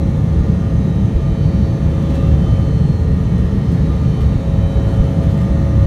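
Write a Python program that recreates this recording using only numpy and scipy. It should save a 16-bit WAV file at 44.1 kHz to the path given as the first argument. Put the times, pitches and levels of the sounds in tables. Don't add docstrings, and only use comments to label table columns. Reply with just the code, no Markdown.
import sys
import numpy as np
from scipy import signal
from scipy.fft import rfft, irfft
from scipy.io import wavfile
from scipy.ndimage import uniform_filter1d

SR = 44100
rng = np.random.default_rng(int(sys.argv[2]) if len(sys.argv) > 2 else 0)


def convert_level_to_amplitude(level_db):
    exponent = np.asarray(level_db, float) / 20
    return 10 ** exponent


def store_pcm(level_fs):
    pcm = np.round(np.clip(level_fs, -1, 1) * 32767).astype(np.int16)
    wavfile.write(sys.argv[1], SR, np.atleast_2d(pcm).T)


N = 258426
SLOW_RATE = 50


def evened(x):
    return x / np.sqrt(np.mean(abs(x) ** 2) + 1e-20)


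def curve(rows):
    times, values = np.transpose(rows)
    return np.interp(np.arange(N) / SR, times, values)


def noise(colour, size, patchy_db, flicker_db):
    frames = 4 * N // size + 5
    hz = np.fft.rfftfreq(size, 1 / SR)
    a, b, patches = rng.standard_normal((frames, len(hz), 3)).T
    patches = uniform_filter1d(patches, size=10, axis=0)
    patches = evened(uniform_filter1d(patches, size=20, axis=1))
    flicker = evened(uniform_filter1d(rng.standard_normal(frames), size=8))
    f, db = np.transpose(colour)
    shape_db = np.interp(np.log(hz + 1), np.log(f + 1), db, left=-120, right=-120)
    z = (a + 1j * b) * convert_level_to_amplitude(shape_db[:, None] + patchy_db * patches + flicker_db * flicker)
    sound = signal.istft(z, nperseg=size, noverlap=3 * size // 4)[1]
    return evened(sound[:N])


def surges(rest_db, rows, depth):
    t = np.arange(0, N, 64) / SR
    change_db = sum(db * np.exp(-((t - s) / half) ** 2) for s, half, db in rows)
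    return np.interp(np.arange(N) / SR, t, convert_level_to_amplitude(rest_db + depth * change_db))


def calmed(x, size, share):
    power = evened(x) ** 2
    lumps = uniform_filter1d(uniform_filter1d(power, size=size), size=size)
    return evened(x / (abs(lumps) + .02) ** (share / 2))


# (frequency [Hz], level [dB per Hz])
RUMBLE_COLOUR = [(14, -61), (22, -32.5), (40, -5.5), (54, -3), (70, 5), (82, 1.5), (92, -3), (112, -1.5),
                 (135, -4.5), (155, -1), (175, -5.5), (192, -5.5), (215, -14), (260, -38.5)]
# (centre [s], half length [s], change [dB])
BOOM_SURGES = [(0.005, 0.025, 0), (0.095, 0.02, 4), (0.15, 0.03, -6.0), (0.26, 0.02, -11),
               (0.387, 0.05, 3.5), (0.474, 0.02, -4.5), (0.504, 0.02, 1), (0.589, 0.03, -5.0),
               (0.708, 0.023, -4.5), (0.753, 0.019, 6.5), (0.878, 0.05, -7.5), (1.106, 0.023, -11),
               (1.163, 0.015, 8), (1.325, 0.017, 5.5), (1.362, 0.02, -8), (1.472, 0.02, 1),
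               (1.541, 0.03, 0), (1.643, 0.024, 5.5), (1.681, 0.02, -6), (1.771, 0.03, -13),
               (1.866, 0.02, 4.5), (2.028, 0.062, -5.0), (2.334, 0.035, 7), (2.565, 0.083, 2.5),
               (2.687, 0.03, -1.5), (2.798, 0.02, -9), (2.83, 0.02, 4.5), (2.873, 0.02, -9),
               (2.938, 0.02, 1.5), (2.973, 0.022, -4), (3.026, 0.02, 3.5), (3.128, 0.038, 1.5),
               (3.18, 0.023, -4), (3.282, 0.017, -6), (3.442, 0.019, 4.0), (3.507, 0.02, -4.5),
               (3.638, 0.032, -11), (3.771, 0.02, -7), (3.816, 0.02, 1), (3.907, 0.018, 2.5),
               (4.156, 0.03, -5), (4.255, 0.045, 5), (4.38, 0.02, 4.0), (4.43, 0.02, -7),
               (4.585, 0.018, 2.5), (4.649, 0.018, 5.5), (4.709, 0.035, -4), (4.774, 0.015, 6.5),
               (4.877, 0.02, 1.5), (4.913, 0.017, -3), (5.013, 0.013, 11.5), (5.133, 0.075, -7),
               (5.366, 0.03, -7), (5.478, 0.02, -9), (5.52, 0.022, 6), (5.816, 0.058, 4.5)]
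# (centre [s], half length [s], change [dB])
DRONE_SURGES = [(0.01, 0.016, -4.5), (0.229, 0.02, 3.5), (0.349, 0.018, -2.5), (0.455, 0.02, -5),
                (0.5, 0.02, 4), (0.692, 0.02, -6.5), (0.84, 0.087, 2.5), (1.043, 0.027, 4.5),
                (1.122, 0.018, -3), (1.187, 0.033, -7), (1.272, 0.02, 3), (1.352, 0.039, -4),
                (1.467, 0.02, 3.5), (1.502, 0.02, -3.0), (1.63, 0.2, 2.0), (1.666, 0.016, -9),
                (1.792, 0.014, -9), (1.932, 0.02, -5), (2.09, 0.017, -5), (2.16, 0.015, -6.5),
                (2.28, 0.06, 2.5), (2.42, 0.026, 3), (2.484, 0.018, -2.5), (2.528, 0.021, 5.0),
                (2.562, 0.02, -8), (2.597, 0.024, 2), (2.644, 0.018, -3.5), (2.824, 0.077, 3),
                (2.895, 0.024, 4), (2.94, 0.02, -4.5), (3.013, 0.089, -3), (3.108, 0.017, 4),
                (3.342, 0.015, 4.5), (3.486, 0.036, -3), (3.732, 0.032, 3.5), (3.831, 0.019, 3.5),
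                (3.936, 0.07, -2), (4.071, 0.04, 3.5), (4.172, 0.02, -2), (4.365, 0.02, 3),
                (4.394, 0.02, -7), (4.425, 0.054, -4), (4.718, 0.056, -3.5), (4.776, 0.017, 4),
                (4.799, 0.013, -6), (4.909, 0.025, -3), (5.004, 0.015, 3.5), (5.148, 0.018, -4.5),
                (5.187, 0.016, 4), (5.23, 0.03, -3), (5.286, 0.017, 5.5), (5.315, 0.014, -7),
                (5.347, 0.019, 5), (5.438, 0.027, 4), (5.483, 0.017, -4), (5.779, 0.02, 4.5)]
BOOM_REST_DB, DRONE_REST_DB = -17.5, -16.5


def rumble():
    low = noise(RUMBLE_COLOUR, size=8192, patchy_db=0.54, flicker_db=-2)
    boom_share = 1 / (1 + (np.fft.rfftfreq(N, 1 / SR) / 100) ** 12)
    boom = irfft(rfft(low) * boom_share, N)
    drone = calmed(low - boom, size=1400, share=0.93)
    boom = calmed(boom, size=1600, share=0.72)
    return (surges(BOOM_REST_DB, BOOM_SURGES, depth=1.27) * boom
            + surges(DRONE_REST_DB, DRONE_SURGES, depth=1.21) * drone)


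# (frequency [Hz], level [dB per Hz])
DRUM_COLOUR = [(170, -34), (225, -3), (270, -1.5), (310, -8), (350, -5.5), (380, -11.5), (460, -10.5),
               (540, -49)]
# (centre [s], half length [s], change [dB])
DRUM_SURGES = [(0.246, 0.07, -4.5), (0.386, 0.015, 7), (0.72, 0.018, 0.5), (0.883, 0.02, 7),
               (0.938, 0.02, -8), (1.028, 0.02, -3.5), (1.088, 0.02, 2.5), (1.357, 0.045, -3),
               (1.468, 0.025, -7), (1.59, 0.017, -1), (1.655, 0.02, -3.5), (1.751, 0.022, 2),
               (2.093, 0.041, 6), (2.19, 0.02, 4), (2.275, 0.035, 4.5), (2.424, 0.03, 0),
               (2.614, 0.12, 2.5), (2.807, 0.045, -5), (2.957, 0.049, -4.5), (3.218, 0.027, -10),
               (3.298, 0.02, -4.0), (3.497, 0.02, -6), (3.57, 0.02, 4.0), (3.655, 0.03, -2.5),
               (3.796, 0.045, 0.5), (3.871, 0.037, 6.5), (3.951, 0.037, -4), (4.066, 0.026, -1),
               (4.174, 0.015, -3), (4.285, 0.022, -7), (4.34, 0.02, -2), (4.525, 0.017, 1),
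               (4.81, 0.03, 3.5), (4.898, 0.02, 4.5), (4.994, 0.02, -7), (5.066, 0.033, 3.5),
               (5.192, 0.05, 2.5), (5.498, 0.02, -2), (5.642, 0.1, 2.0), (5.812, 0.033, -2.5)]
DRUM_REST_DB = -28.5


def wall_drumming():
    drum = noise(DRUM_COLOUR, size=4096, patchy_db=.5, flicker_db=-0.4)
    drum = calmed(drum, size=1600, share=0.43)
    return surges(DRUM_REST_DB, DRUM_SURGES, depth=0.73) * drum


# (time [s],
# level [dB])
NEARNESS = [(0.0, -0.5), (0.4, 0), (1.2, -0.5), (1.85, .5), (2.05, 2), (2.2, 2.5), (2.55, 2), (2.95, 0),
            (3.5, 1), (4.0, 1.5), (4.4, 1), (4.75, 1.5), (4.92, 3), (5.08, 2.5), (5.4, 2), (5.86, 1.5)]
# (frequency [Hz], level [dB per Hz])
ROAR_COLOUR = [(380, -27), (480, 2.5), (540, 1.5), (620, -4), (730, -8), (820, -4.5), (900, -8),
               (1050, -11.5), (1300, -12.5), (1500, -19.5), (1800, -15), (2150, -20), (2600, -52)]
# (frequency [Hz], level [dB per Hz])
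HISS_COLOUR = [(1700, -16), (2300, -0.5), (2900, -3.5), (3200, -2), (4300, -5), (4800, -11.5), (6100, -7),
               (7000, -12), (7700, -16), (9900, -16), (10300, -23), (10800, -21.5), (11200, -18.5),
               (13500, -23.5), (15000, -26), (15800, -32)]
ROAR_DB, HISS_DB, HISS_FOLLOWS = -36.5, -50, 1


def airflow():
    near_db = curve(NEARNESS)
    roar = noise(ROAR_COLOUR, size=4096, patchy_db=.7, flicker_db=.2)
    hiss = noise(HISS_COLOUR, size=1024, patchy_db=.9, flicker_db=.15)
    return convert_level_to_amplitude(ROAR_DB + near_db) * roar + convert_level_to_amplitude(HISS_DB + HISS_FOLLOWS * near_db) * hiss


def ring(hz, width_hz):
    r = np.exp(-np.pi * width_hz / SR)
    kicks = rng.standard_normal(N) + 1j * rng.standard_normal(N)
    slow = signal.lfilter([1], [1, -2 * r, r * r], kicks)
    return evened((slow * np.exp(2j * np.pi * hz * np.arange(N) / SR)).real)


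# (frequency [Hz], width [Hz], level [dB])
WHINES = [
    (1725, 24, -58),
    (2250, 16, -60),
    (2706, 10, -64),
    (2785, 20, -69),
    (1028, 10, -59),
    (3075, 70, -66),
    (6130, 40, -71),
    (8850, 260, -69),
    (266, 14, -37),
    (219, 8, -35),
]
# (centre [s], half length [s], change [dB])
PANEL_THROBS = [(0.1, 0.15, -6), (0.299, 0.033, 5.5), (0.544, 0.045, -4.0), (0.659, 0.045, 5.5),
                (0.943, 0.07, -5), (1.142, 0.03, -5), (1.277, 0.03, 4), (1.432, 0.07, -7),
                (1.711, 0.085, -8), (2.055, 0.045, 3), (2.145, 0.03, -3.0), (2.2, 0.25, 3.0),
                (2.24, 0.03, 5), (2.36, 0.1, -1.5), (2.509, 0.045, 3.0), (2.639, 0.03, 4),
                (2.868, 0.07, -3.0), (3.198, 0.025, 6), (3.312, 0.03, 1.5), (3.387, 0.03, -5.0),
                (3.771, 0.045, -3), (3.931, 0.033, 8), (4.041, 0.02, 7), (4.375, 0.092, -5),
                (4.754, 0.03, 3.5), (5.153, 0.03, -6), (5.293, 0.03, -7), (5.413, 0.045, 4.0),
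                (5.527, 0.02, -6.5), (5.617, 0.25, 4)]
PANEL_HZ, PANEL_WIDTH_HZ, PANEL_DB, PANEL_DEPTH = 1206, 24.6, -49.5, 1.34


def whines():
    panel = calmed(ring(PANEL_HZ, PANEL_WIDTH_HZ), size=1500, share=0.87)
    panel = surges(PANEL_DB, PANEL_THROBS, PANEL_DEPTH) * panel
    return panel + sum(convert_level_to_amplitude(db) * ring(hz, width_hz) for hz, width_hz, db in WHINES)


# (time [s], peak level [dB], 60 dB decay time [s])
SLIPS = [(2.0194, -55, 0.13), (2.1011, -52.5, 0.14), (2.141, -50.5, 0.15), (2.156, -52, 0.2),
         (2.2094, -60, 0.15), (2.269, -57, 0.15), (3.3794, -54.5, 0.13), (3.7194, -52.5, 0.17),
         (4.2094, -52, 0.18), (4.8794, -55, 0.15), (4.9094, -59, 0.25), (4.945, -59, 0.2),
         (5.232, -54, 0.15), (5.3014, -54.5, 0.19), (5.3742, -46.5, 0.08), (5.41, -51, 0.14)]
# (frequency [Hz], level [dB per Hz])
SLIP_COLOUR = [(300, -13), (1000, -0.5), (3000, -3), (6000, -13), (9000, -14.5), (12000, -21.5),
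               (16000, -24)]


def hand():
    t, power = np.arange(N) / SR, np.zeros(N)
    for s, db, t60 in SLIPS:
        age = np.maximum(t - s + 0.005, 0)
        rise = 1 - np.exp(-age / 0.0044)
        power += (convert_level_to_amplitude(db - 60 * age / t60) * rise) ** 2
    scuff = noise(SLIP_COLOUR, size=256, patchy_db=1, flicker_db=.4)
    roughness = evened(uniform_filter1d(rng.standard_normal(N), size=60))
    catch = evened(convert_level_to_amplitude(1.8 * roughness))
    return convert_level_to_amplitude(12.5) * np.sqrt(power) * scuff * catch


def drift(rate_hz, count):
    size = N * SLOW_RATE // SR + 2
    hz = np.fft.fftfreq(size, 1 / SLOW_RATE)
    z = rng.standard_normal((count, size)) + 1j * rng.standard_normal((count, size))
    z = np.fft.ifft(z * np.exp(-(hz / np.reshape(rate_hz, (-1, 1))) ** 2))
    return z / np.sqrt(np.mean(abs(z) ** 2, axis=1, keepdims=True))


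def spread(slow):
    at, points = np.arange(N) * SLOW_RATE / SR, np.arange(len(slow))
    return np.interp(at, points, slow.real) + 1j * np.interp(at, points, slow.imag)


# (time [s], frequency [Hz])
SHAFT = [(0.0, 109.564), (0.49, 109.62), (0.98, 109.619), (1.46, 109.47), (1.95, 109.56), (2.44, 109.637),
         (2.93, 109.614), (3.42, 109.576), (3.91, 109.714), (4.4, 109.658), (4.88, 109.662),
         (5.37, 109.683), (5.86, 109.673)]
ORDER_DB = [-34.5, -38, -33, -41.5, -51, -55, -60, -57, -55, -62, -57, -70, -67, -69, -54, -73, -63, -75,
            -83, -66, -68, -67, -66, -82, -65, -56, -69, -72, -70, -71, -62, -77, -68, -64, -64, -69, -68,
            -69, -65, -74, -84, -79, -73, -72, -78, -79, -79, -77, -73, -73, -80, -78, -73, -67, -74, -78,
            -77, -83, -76, -79, -80, -79, -80, -90, -82, -80, -87, -90, -85, -87, -83, -86, -84, -85, -89,
            -84, -83, -82, -81, -93, -83, -83, -88, -89, -88, -89, -84, -85, -87, -93]
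# (order, centre [s], half length [s], change [dB])
SWELLS = [(3, 4.0, 1.3, -11.3), (4, 3.2, 0.9, 3.8), (4, 5.8, 0.6, -8.3), (5, 0.9, 1.0, -4.5),
          (5, 3.45, 1.0, -9.5), (6, 3.5, 0.8, -10.7), (6, 5.2, 0.7, 3), (7, 5.2, 0.6, 4.5),
          (8, 5.4, 0.6, 6.0), (10, 4.4, 0.35, 4), (22, 1.6, 0.6, 7.5), (22, 4.4, 0.6, 10.2),
          (27, 1.3, 0.6, -10.3), (32, 2.9, 1.3, 5.7), (32, 5.5, 0.25, 10.9), (33, 3.3, 0.4, -10.2),
          (35, 1.5, 0.4, 8.4), (35, 4.3, 0.4, -13.4), (35, 4.3, 0.6, 21.8), (36, 2.2, 0.15, 7.2),
          (39, 3.4, 0.25, -9.9), (39, 3.4, 0.9, 7.6), (40, 1.7, 0.4, 8.7), (40, 4.4, 0.9, 6.7),
          (41, 3.2, 0.4, -8.7), (45, 1.0, 0.9, 7.2), (65, 5.6, 0.6, 7.3), (73, 2.8, 0.25, 11.0),
          (73, 5.5, 0.15, 13.0), (84, 5.8, 0.9, 10.6)]
# (order, centre [s], half length [s], change [dB])
FURTHER_SWELLS = [(3, 1.3, .2, -5), (3, 2.2, .35, 3), (4, 1.1, .3, 2.5), (4, 1.8, .25, -2), (4, .05, .2, -8),
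                  (17, 3.5, .6, 3), (17, 2.2, .3, -3), (36, 4.2, .3, -8), (37, 2.1, .35, -6),
                  (56, 3.5, .2, -8), (7, 2.0, .2, -6), (7, 3.5, .5, -4), (5, 2.15, .25, 2), (6, .1, .5, -6),
                  (6, 2.5, .2, 3), (7, 2.43, .2, 4), (13, 4.97, .27, 5), (17, 5.7, .35, 4),
                  (25, 2.25, .12, 7), (33, 2.3, .12, 4), (91, 1.3, .3, 9), (36, 4.8, .3, 5.5),
                  (36, 3.5, .5, -5), (37, 3.4, .5, 3), (37, 4.4, .12, 5), (38, 4.2, .6, -6),
                  (68, 2.85, .35, 8), (65, 2.85, .3, 8), (41, 3.9, .15, 2), (46, 5.3, .4, 4),
                  (55, 4.1, .15, 6), (56, .7, 1.2, 3), (56, 5.2, .8, -7), (89, 4.17, .12, 12),
                  (90, 4.1, .2, 10), (90, 5.75, .15, 10)]
# (order, centre [s], half length [s], change [dB])
PASSING_SWELLS = [(13, 3.72, 0.6, -4.5), (19, 2.4, 0.4, -5.5), (19, 5.4, 0.15, 8.5), (24, 2.36, 0.25, 7.0),
                  (27, 0.36, 0.15, -7.0), (27, 5.72, 0.4, 5.0), (29, 0.32, 0.4, 6.5), (29, 1.24, 0.4, -5.5),
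                  (29, 2.24, 0.25, 7.5), (31, 2.12, 0.15, 8.0), (31, 3.2, 0.25, 7.5), (32, 2.8, 0.25, -6.5),
                  (33, 4.72, 0.15, -8.0), (35, 0.92, 0.15, 10.0), (35, 5.48, 0.4, -4.5),
                  (36, 0.24, 0.15, -7.0), (39, 1.2, 0.15, -9.0), (39, 2.8, 0.25, 7.5),
                  (41, 0.52, 0.6, -6.0), (41, 1.6, 0.25, 9.5), (42, 2.44, 0.15, 10.0),
                  (42, 2.84, 0.15, -9.0), (44, 3.84, 0.15, 7.5), (45, 2.08, 0.15, -8.5),
                  (46, 3.8, 0.25, 9.0), (46, 4.48, 0.25, -9.0), (51, 1.44, 0.6, -5.5), (51, 4.8, 0.15, 8.0),
                  (52, 0.12, 0.15, 8.0), (52, 1.52, 0.25, 9.5), (55, 4.52, 0.25, -7.0),
                  (55, 5.68, 0.25, 7.5), (56, 3.32, 0.25, -9.0), (57, 5.68, 0.15, 7.5),
                  (61, 0.32, 0.15, 10.0), (61, 2.52, 0.15, -8.0), (61, 4.52, 0.25, 8.5),
                  (64, 3.04, 0.25, 6.0), (65, 3.0, 0.25, -8.5), (68, 2.96, 0.6, -4.5), (68, 4.2, 0.4, -6.0),
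                  (68, 4.88, 0.15, 10.0), (75, 0.16, 0.15, 10.0), (95, 4.88, 0.15, -8.5),
                  (96, 0.4, 0.4, 7.0), (99, 0.44, 0.4, 7.5)]
# (time [s], level [dB])
BLADE = [(0.0, -68), (0.45, -63), (0.75, -58), (1.5, -53.5), (1.72, -64), (1.97, -55), (2.2, -60),
         (2.37, -56), (2.44, -48), (2.68, -52), (3.05, -60), (3.4, -57), (3.8, -58), (4.0, -60),
         (4.17, -49.5), (4.3, -62), (4.65, -51), (5.05, -52.5), (5.22, -60), (5.38, -53), (5.5, -65),
         (5.86, -56)]
FIRST_ORDER, BLADE_ORDER = 3, 28


def buzz_saw():
    shaft = np.exp(2j * np.pi * np.cumsum(curve(SHAFT)) / SR)
    rest_db = ORDER_DB + [-94] * 14
    orders = FIRST_ORDER + np.arange(len(rest_db))
    fades = drift(.4 + .05 * orders, count=len(orders))
    flutter = drift(4 + .2 * orders, count=len(orders))
    start = np.exp(2j * np.pi * rng.random(len(orders)))
    t = np.arange(fades.shape[1]) / SLOW_RATE
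    level_db = np.reshape(rest_db, (-1, 1)) + 0 * t
    steady = np.where(np.isin(orders, (3, 4, 5, 6, 7, 17, BLADE_ORDER)), 5, .9)
    for k, s, half, db in SWELLS + FURTHER_SWELLS + PASSING_SWELLS:
        level_db[int(k) - FIRST_ORDER] += db * np.exp(-((t - s) / half) ** 4)
    for k, s, half, db in SWELLS + FURTHER_SWELLS:
        row = int(k) - FIRST_ORDER
        steady[row] = max(steady[row], 2.6)
    level_db[BLADE_ORDER - FIRST_ORDER] = np.interp(t, *np.transpose(BLADE))
    fades[BLADE_ORDER - FIRST_ORDER] = 0
    out, turn = np.zeros(N), shaft ** (FIRST_ORDER - 1)
    for k, db, firm, fade, phase in zip(orders, level_db, steady, fades + .7 * flutter, start):
        turn = turn * shaft
        slow = convert_level_to_amplitude(db - 0.77 + 0.041 * k) * phase * evened(firm + fade)
        out += np.sqrt(2) * (spread(slow) * turn).real
    return out


def scene():
    return (rumble() + wall_drumming() + airflow() + whines() + hand() + buzz_saw())[None]


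def band_limit(x):
    return signal.sosfilt(signal.butter(12, 15700, fs=SR, output="sos"), x)


def record(dry):
    closing = np.minimum(.2 + (N - np.arange(N)) / 120, 1)
    over = np.maximum(abs(dry) - .92, 0)
    limited = dry - np.sign(dry) * (over - .2 * np.tanh(over / .2))
    return band_limit(limited * closing)


dry = scene()
out = record(dry)
store_pcm(out)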